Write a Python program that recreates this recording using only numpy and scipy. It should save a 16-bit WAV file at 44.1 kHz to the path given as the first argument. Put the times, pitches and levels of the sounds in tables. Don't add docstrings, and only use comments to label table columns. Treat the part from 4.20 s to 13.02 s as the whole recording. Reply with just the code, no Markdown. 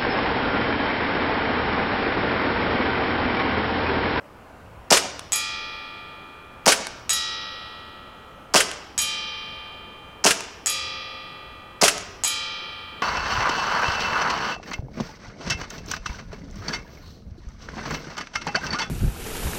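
import sys
import numpy as np
from scipy import signal
from scipy.io import wavfile
from scipy.ndimage import uniform_filter1d

SR = 44100
rng = np.random.default_rng(int(sys.argv[2]) if len(sys.argv) > 2 else 0)


def log_audio(samples):
    frames = np.atleast_2d(samples).T
    limited = np.clip(frames, -1, 1)
    pcm = np.round(limited * 32767).astype(np.int16)
    wavfile.write(sys.argv[1], SR, pcm)


N = 388962
T = np.arange(N) / SR


def amp(db):
    return 10 ** (np.asarray(db) / 20)


def curve_at(points, hz):
    f, value = np.transpose(points)
    return np.interp(np.log(hz + 1), np.log(f), value)


def add(mix, s, sound):
    part = mix[round(s * SR):][:len(sound)]
    part += sound[:len(part)]


def colour(x, tone, size=2048):
    log_gain = np.log(amp(curve_at(tone, abs(np.fft.fftfreq(size, 1 / SR)))))
    taps = np.fft.ifft(np.exp(signal.hilbert(log_gain).conj())).real
    return signal.fftconvolve(x, taps / np.linalg.norm(taps))


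def blow(tone, crack_db, rattle_db, rattle_t60, size=12000):
    rattle = rng.standard_normal(size) * amp(-60 * T[:size] / rattle_t60)
    drive = amp(rattle_db) * rattle / np.linalg.norm(rattle)
    drive[0] = amp(crack_db)
    return colour(drive, tone)


def ring(hz, t60, db):
    out = np.zeros(N)
    for f, life, gain, phase in zip(hz, t60, amp(db), rng.random(len(hz))):
        t = T[:int(life * SR)]
        out[:len(t)] += gain * amp(-60 * t / life) * np.sin(2 * np.pi * (f * t + phase))
    return out


def reflect(x, walls, scatter_db, scatter_t60, size=2000):
    taps = np.zeros(SR)
    for delay, db in walls:
        smear = rng.standard_normal(size) * amp(-60 * T[:size] / scatter_t60)
        smear *= amp(scatter_db) / np.linalg.norm(smear)
        smear[0] = 1
        add(taps, delay, amp(db) * smear / np.linalg.norm(smear))
    return signal.fftconvolve(x, taps)[:N]


def tail(x, t60, rise_s):
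    hz, t, bands = signal.stft(rng.standard_normal(SR), SR, nperseg=256)
    envelope = amp(-60 * t / curve_at(t60, hz)[:, None]) * (1 - np.exp(-t / rise_s))
    taps = signal.istft(bands * envelope, SR, nperseg=256)[1]
    return signal.fftconvolve(x, taps / np.linalg.norm(taps))[:N]


# (frequency [Hz], relative density [dB])
AIR_SPECTRUM = [(20, -6.5), (45, -5), (70, 2), (130, -5), (240, -6), (430, -7), (900, -8.5), (1400, -10.5),
                (1950, -19.5), (2600, -19), (3600, -29), (6200, -35), (16000, -40.5)]
def air(level_db=-46, wander_db=1.6):
    hz, _, bands = signal.stft(rng.standard_normal(N), SR, nperseg=2048)
    drift = uniform_filter1d(rng.standard_normal(bands.shape), size=8, axis=1)
    drift = uniform_filter1d(drift, size=4, axis=0)
    bands *= amp(curve_at(AIR_SPECTRUM, hz)[:, None] + wander_db * drift / drift.std())
    hush = signal.istft(bands, SR, nperseg=2048)[1][:N]
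    return amp(level_db) * hush / hush.std()


# (delay [s], relative level [dB])
SHELTER_ECHOES = [(.0045, -16.5), (0.0101, -14), (0.0119, -14.5), (.019, -34.5)]
# (delay [s], level [dB])
FENCE_ECHOES = [(.098, -30), (.128, -23)]
# (frequency [Hz], t60 [s])
RANGE_DECAY = [(100, 0.9), (500, 0.83), (2000, 0.91), (5500, 0.74), (8000, .48), (14000, 0.12)]
def firing_line(x, tail_db=-18):
    near = x + amp(-7) * reflect(x, SHELTER_ECHOES, scatter_db=20, scatter_t60=.01)
    far = reflect(near, FENCE_ECHOES, scatter_db=0.5, scatter_t60=0.0084)
    far = signal.sosfilt(signal.butter(2, 7000, fs=SR, output="sos"), far)
    turn = np.pi * T / 4
    diffuse = sum(tail(near * share, RANGE_DECAY, rise_s=0.023) for share in (np.cos(turn), np.sin(turn)))
    return near + far + amp(tail_db) * diffuse


# (frequency [Hz], t60 [s], relative level when struck on a crest [dB],
# half-waves across [count], half-waves down [count])
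PLATE_MODES = [(529, 6.0, -47, 4, 0), (875, 6.0, -46, 5, 0), (1195, 6.0, -29, 1, 9), (1242, 6.0, -40, 4, 8),
               (1305, 6.0, -35, 6, 1), (1387, 5.0, -42, 5, 4), (1731, 5.4, -48, 5, 8),
               (1917, 2.9, -34, 6, 4), (1942, 5.9, -44, 3, 10), (1975, 3.5, -41, 6, 5),
               (2321, 2.9, -35, 4, 9), (2342, 3.5, -34, 3, 9), (2430, 3.3, -32, 10, 0),
               (2528, 2.2, -37, 3, 12), (2670, 3.2, -39, 4, 10), (2779, 3.0, -44, 10, 4),
               (2804, 3.0, -39, 7, 6), (2857, 3.3, -44, 0, 14), (3064, 3.7, -41, 7, 7),
               (3120, 3.1, -27, 9, 3), (3140, 2.8, -42, 7, 9), (3300, 2.7, -39, 10, 3),
               (3320, 2.7, -30, 6, 12), (3377, 2.6, -33, 4, 13), (3507, 2.6, -38, 2, 15),
               (3535, 2.6, -43, 7, 11), (3861, 2.1, -41, 10, 9), (3893, 1.6, -25, 1, 14),
               (3933, 2.8, -42, 8, 5), (3957, 2.1, -37, 2, 14), (3988, 1.7, -32, 2, 13),
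               (4097, 2.3, -36, 1, 15), (4306, 2.3, -42, 5, 13), (4454, 1.7, -39, 7, 14),
               (4750, 1.5, -32, 0, 15), (4774, 1.4, -33, 9, 10), (4884, 1.7, -32, 10, 2),
               (5096, 1.2, -30, 11, 4), (5174, 1.3, -30, 6, 14), (5696, 1.0, -30, 8, 14)]
# (frequency [Hz], relative level per mode [dB])
SHIMMER_LEVEL = [(600, -71.5), (1600, -55.5), (2800, -51.5), (4200, -49.5), (5400, -44.5), (6200, -47),
                 (7500, -42), (10000, -44), (12500, -52), (15500, -72.5)]
# (frequency [Hz], t60 [s])
SHIMMER_DECAY = [(1600, 3.5), (3500, 2.4), (5000, 1.5), (6000, 1.0), (6900, .48), (10000, .34),
                 (15500, .22)]
def plate_ring(across, down, weak_hz, bright_db, node_leak=0.11, spread_db=5.5, build_up_s=0.011):
    hz, t60, crest_db, waves_across, waves_down = np.transpose(PLATE_MODES)
    motion = abs(np.cos(np.pi * waves_across * across) * np.cos(np.pi * waves_down * down))
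    strong_db = crest_db + 0.5 + 20 * np.log10(motion + node_leak)
    scatter_db = spread_db * np.clip(rng.standard_normal(len(weak_hz)), -2, 1)
    weak_db = curve_at(SHIMMER_LEVEL, weak_hz) + bright_db + scatter_db
    clang = ring(hz, t60, strong_db)
    shimmer = ring(weak_hz, curve_at(SHIMMER_DECAY, weak_hz), weak_db)
    swell = 1 - np.exp(-T / build_up_s)
    return swell * (clang + shimmer)


# (frequency [Hz], t60 [s], relative level [dB])
PING_MODES = [(6710, 0.31, -19.5), (6880, 0.32, -34), (6950, 0.53, -38), (7870, 0.17, -23),
              (7600, 0.23, -40), (8900, .25, -41)]
# (frequency [Hz], t60 [s], relative level [dB])
CHINK_MODES = [(10305, 0.15, -26), (10420, .12, -29), (11640, 0.13, -31), (11730, .13, -32),
               (12820, .17, -44), (13110, 0.18, -42), (14650, 0.12, -48)]
# (frequency [Hz], relative gain [dB])
TICK_EQ = [(200, -34), (700, -7), (2000, -7.5), (5000, -8), (7500, 1.5), (11000, -12), (15000, -24.5)]
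# (delay [s], level [dB])
TARGET_ECHOES = [(.0092, 1), (.0132, -4), (.0368, -6)]
# (time [s], trim of tick, ping, chink and shimmer [dB], spot across [0-1], spot down [0-1])
PELLET_HITS = [(1.1212, 0, .39, .75), (2.8942, .5, .84, .72), (4.7790, 0, .58, .64), (6.4602, -1, .27, .40),
               (8.0369, 0, .57, .23)]
def steel_plate(weak_count=190, chink_delay_s=.0368):
    weak_hz = np.linspace(640, 15500, weak_count) + rng.uniform(-45, 45, weak_count)
    ticks, rings = np.zeros(N), np.zeros(N)
    for s, bright_db, across, down in PELLET_HITS:
        add(rings, s, plate_ring(across, down, weak_hz, bright_db))
        for lag, modes in ((0, PING_MODES), (chink_delay_s, CHINK_MODES)):
            hz, t60, db = np.transpose(modes)
            add(rings, s + lag, ring(hz, t60, db + bright_db))
        add(ticks, s, amp(bright_db) * blow(TICK_EQ, crack_db=0.5, rattle_db=-1.5, rattle_t60=0.019))
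    ticks += reflect(ticks, TARGET_ECHOES, scatter_db=4, scatter_t60=0.052)
    sizzle = tail(ticks, SHIMMER_DECAY, rise_s=.005)
    sizzle = signal.sosfilt(signal.butter(4, 6500, "highpass", fs=SR, output="sos"), sizzle)
    wash = tail(ticks, RANGE_DECAY, rise_s=.01)
    return rings + ticks + amp(-5) * sizzle + amp(-24) * wash


def muzzle_pop(pop_hz=780, puff_hz=300, puff_lag_s=.0041, size=4000):
    t = T[:size]
    pop = -amp(1 - 60 * t / 0.0063) * np.sin(2 * np.pi * pop_hz * t)
    puff = -amp(-5 - 60 * t / 0.0076) * np.sin(2 * np.pi * puff_hz * t)
    add(pop, puff_lag_s, puff)
    return signal.sosfilt(signal.butter(2, 135, "highpass", fs=SR, output="sos"), pop)


# (frequency [Hz], relative gain [dB])
GAS_EQ = [(60, -20.5), (150, -14), (260, -9.5), (450, 3.5), (720, -3), (1200, -1), (2100, -6), (2800, -2.5),
          (3700, -5.5), (5500, -1.5), (7500, -6), (10000, -11), (15000, -28.5)]
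def gas_rush(attack_s=0.00028, hold_s=0.017, t60=0.2, size=12000):
    t = T[:size]
    envelope = (1 - np.exp(-t / attack_s)) * amp(-12 - 60 * np.maximum(t - hold_s, 0) / t60)
    return colour(envelope * rng.standard_normal(size), GAS_EQ)


# (frequency [Hz], relative gain [dB])
HAMMER_EQ = [(100, -18), (400, -20), (750, -5.5), (1200, -3), (3700, -14.5), (5100, 1), (6800, -6),
             (10000, -17.5), (15000, -34)]
def lock_click():
    snap = blow(HAMMER_EQ, crack_db=8.5, rattle_db=8.0, rattle_t60=0.0012)
    chatter = blow(GAS_EQ, crack_db=-18.5, rattle_db=5.0, rattle_t60=.045)
    return snap + chatter


# (frequency [Hz], relative gain [dB])
REAR_STOP_EQ = [(80, -24), (250, -5), (700, 10), (1100, 0), (2000, -3), (2800, 10.5), (4000, -21),
                (7000, -4), (10000, -5), (15000, -31.5)]
# (frequency [Hz], t60 [s], relative level [dB])
FRAME_MODES = [(440, 0.031, -20.5), (644, 0.025, -7.5)]
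def rear_stop(size=4000):
    t = T[:size]
    clack = blow(REAR_STOP_EQ, crack_db=7.0, rattle_db=5.5, rattle_t60=0.018)
    knock = -sum(amp(db - 60 * t / t60) * np.sin(2 * np.pi * hz * t) for hz, t60, db in FRAME_MODES)
    add(clack, 0, signal.sosfilt(signal.butter(2, 220, "highpass", fs=SR, output="sos"), knock))
    return clack


# (time from the hammer's fall [s], relative level [dB])
LOCK_CLICKS = [(-.0055, -16), (-.0033, -8), (0, 0), (.005, -4)]
# (frequency [Hz], t60 [s], level [dB])
SPRING_MODES = [(5230, 1.1, -45), (5430, 1.1, -45), (5650, 1.0, -45), (5860, 1.0, -45)]
# (frequency [Hz], relative gain [dB])
SLIDE_HOME_EQ = [(100, -13), (400, -16.5), (1200, -8), (1550, 3), (2000, -1.5), (2750, 1.5), (4000, -8),
                 (7500, -5), (10000, -6.5), (15000, -31)]
RESET_EQ = [(200, -24), (1000, -1), (2500, -3), (5000, -5.5), (7000, -6), (10000, -8.5), (15000, -35)]
# (hammer time [s], pop time [s], gas trim [dB], slide home time [s], home trim [dB],
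# trigger reset time [s], reset trim [dB])
SHOT_CUES = [(.7096, .7161, .7, .7702, -2, .9935, -5), (2.4633, 2.4697, 0, 2.5212, 0, 2.6690, -1.5),
             (4.3435, 4.3505, -1, 4.4040, -2, 4.5145, -3.5), (6.0462, 6.0544, -2, 6.1073, -1, 6.2065, -4),
             (7.6187, 7.6271, -1.2, 7.6803, 1, 7.7800, -4)]
def pistol(gas_lag_s=.0048, slide_travel_s=.0118):
    out = np.zeros(N)
    for hammer_s, pop_s, gas_db, home_s, home_db, reset_s, reset_db in SHOT_CUES:
        for lag, db in LOCK_CLICKS:
            add(out, hammer_s + lag, amp(db) * lock_click())
        add(out, pop_s, amp(gas_db) * muzzle_pop())
        add(out, pop_s + gas_lag_s, amp(gas_db) * gas_rush())
        add(out, pop_s + slide_travel_s, amp(gas_db) * rear_stop())
        add(out, pop_s + slide_travel_s, ring(*np.transpose(SPRING_MODES)))
        slide_home = blow(SLIDE_HOME_EQ, crack_db=-1.5, rattle_db=13.5, rattle_t60=0.071)
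        add(out, home_s, amp(home_db) * slide_home)
        trigger_reset = blow(RESET_EQ, crack_db=-12, rattle_db=-2.5, rattle_t60=0.014)
        add(out, reset_s, amp(reset_db) * trigger_reset)
    return out


def scene():
    return (firing_line(pistol()) + steel_plate() + air())[None]


def record(dry, cutoff_hz=15900):
    rounded = dry / (1 + dry ** 4) ** (1 / 4)
    lowpass = signal.firwin(511, cutoff_hz, window=("kaiser", 9), fs=SR)
    return signal.oaconvolve(rounded, lowpass[None], "same")


dry = scene()
out = record(dry)
log_audio(out)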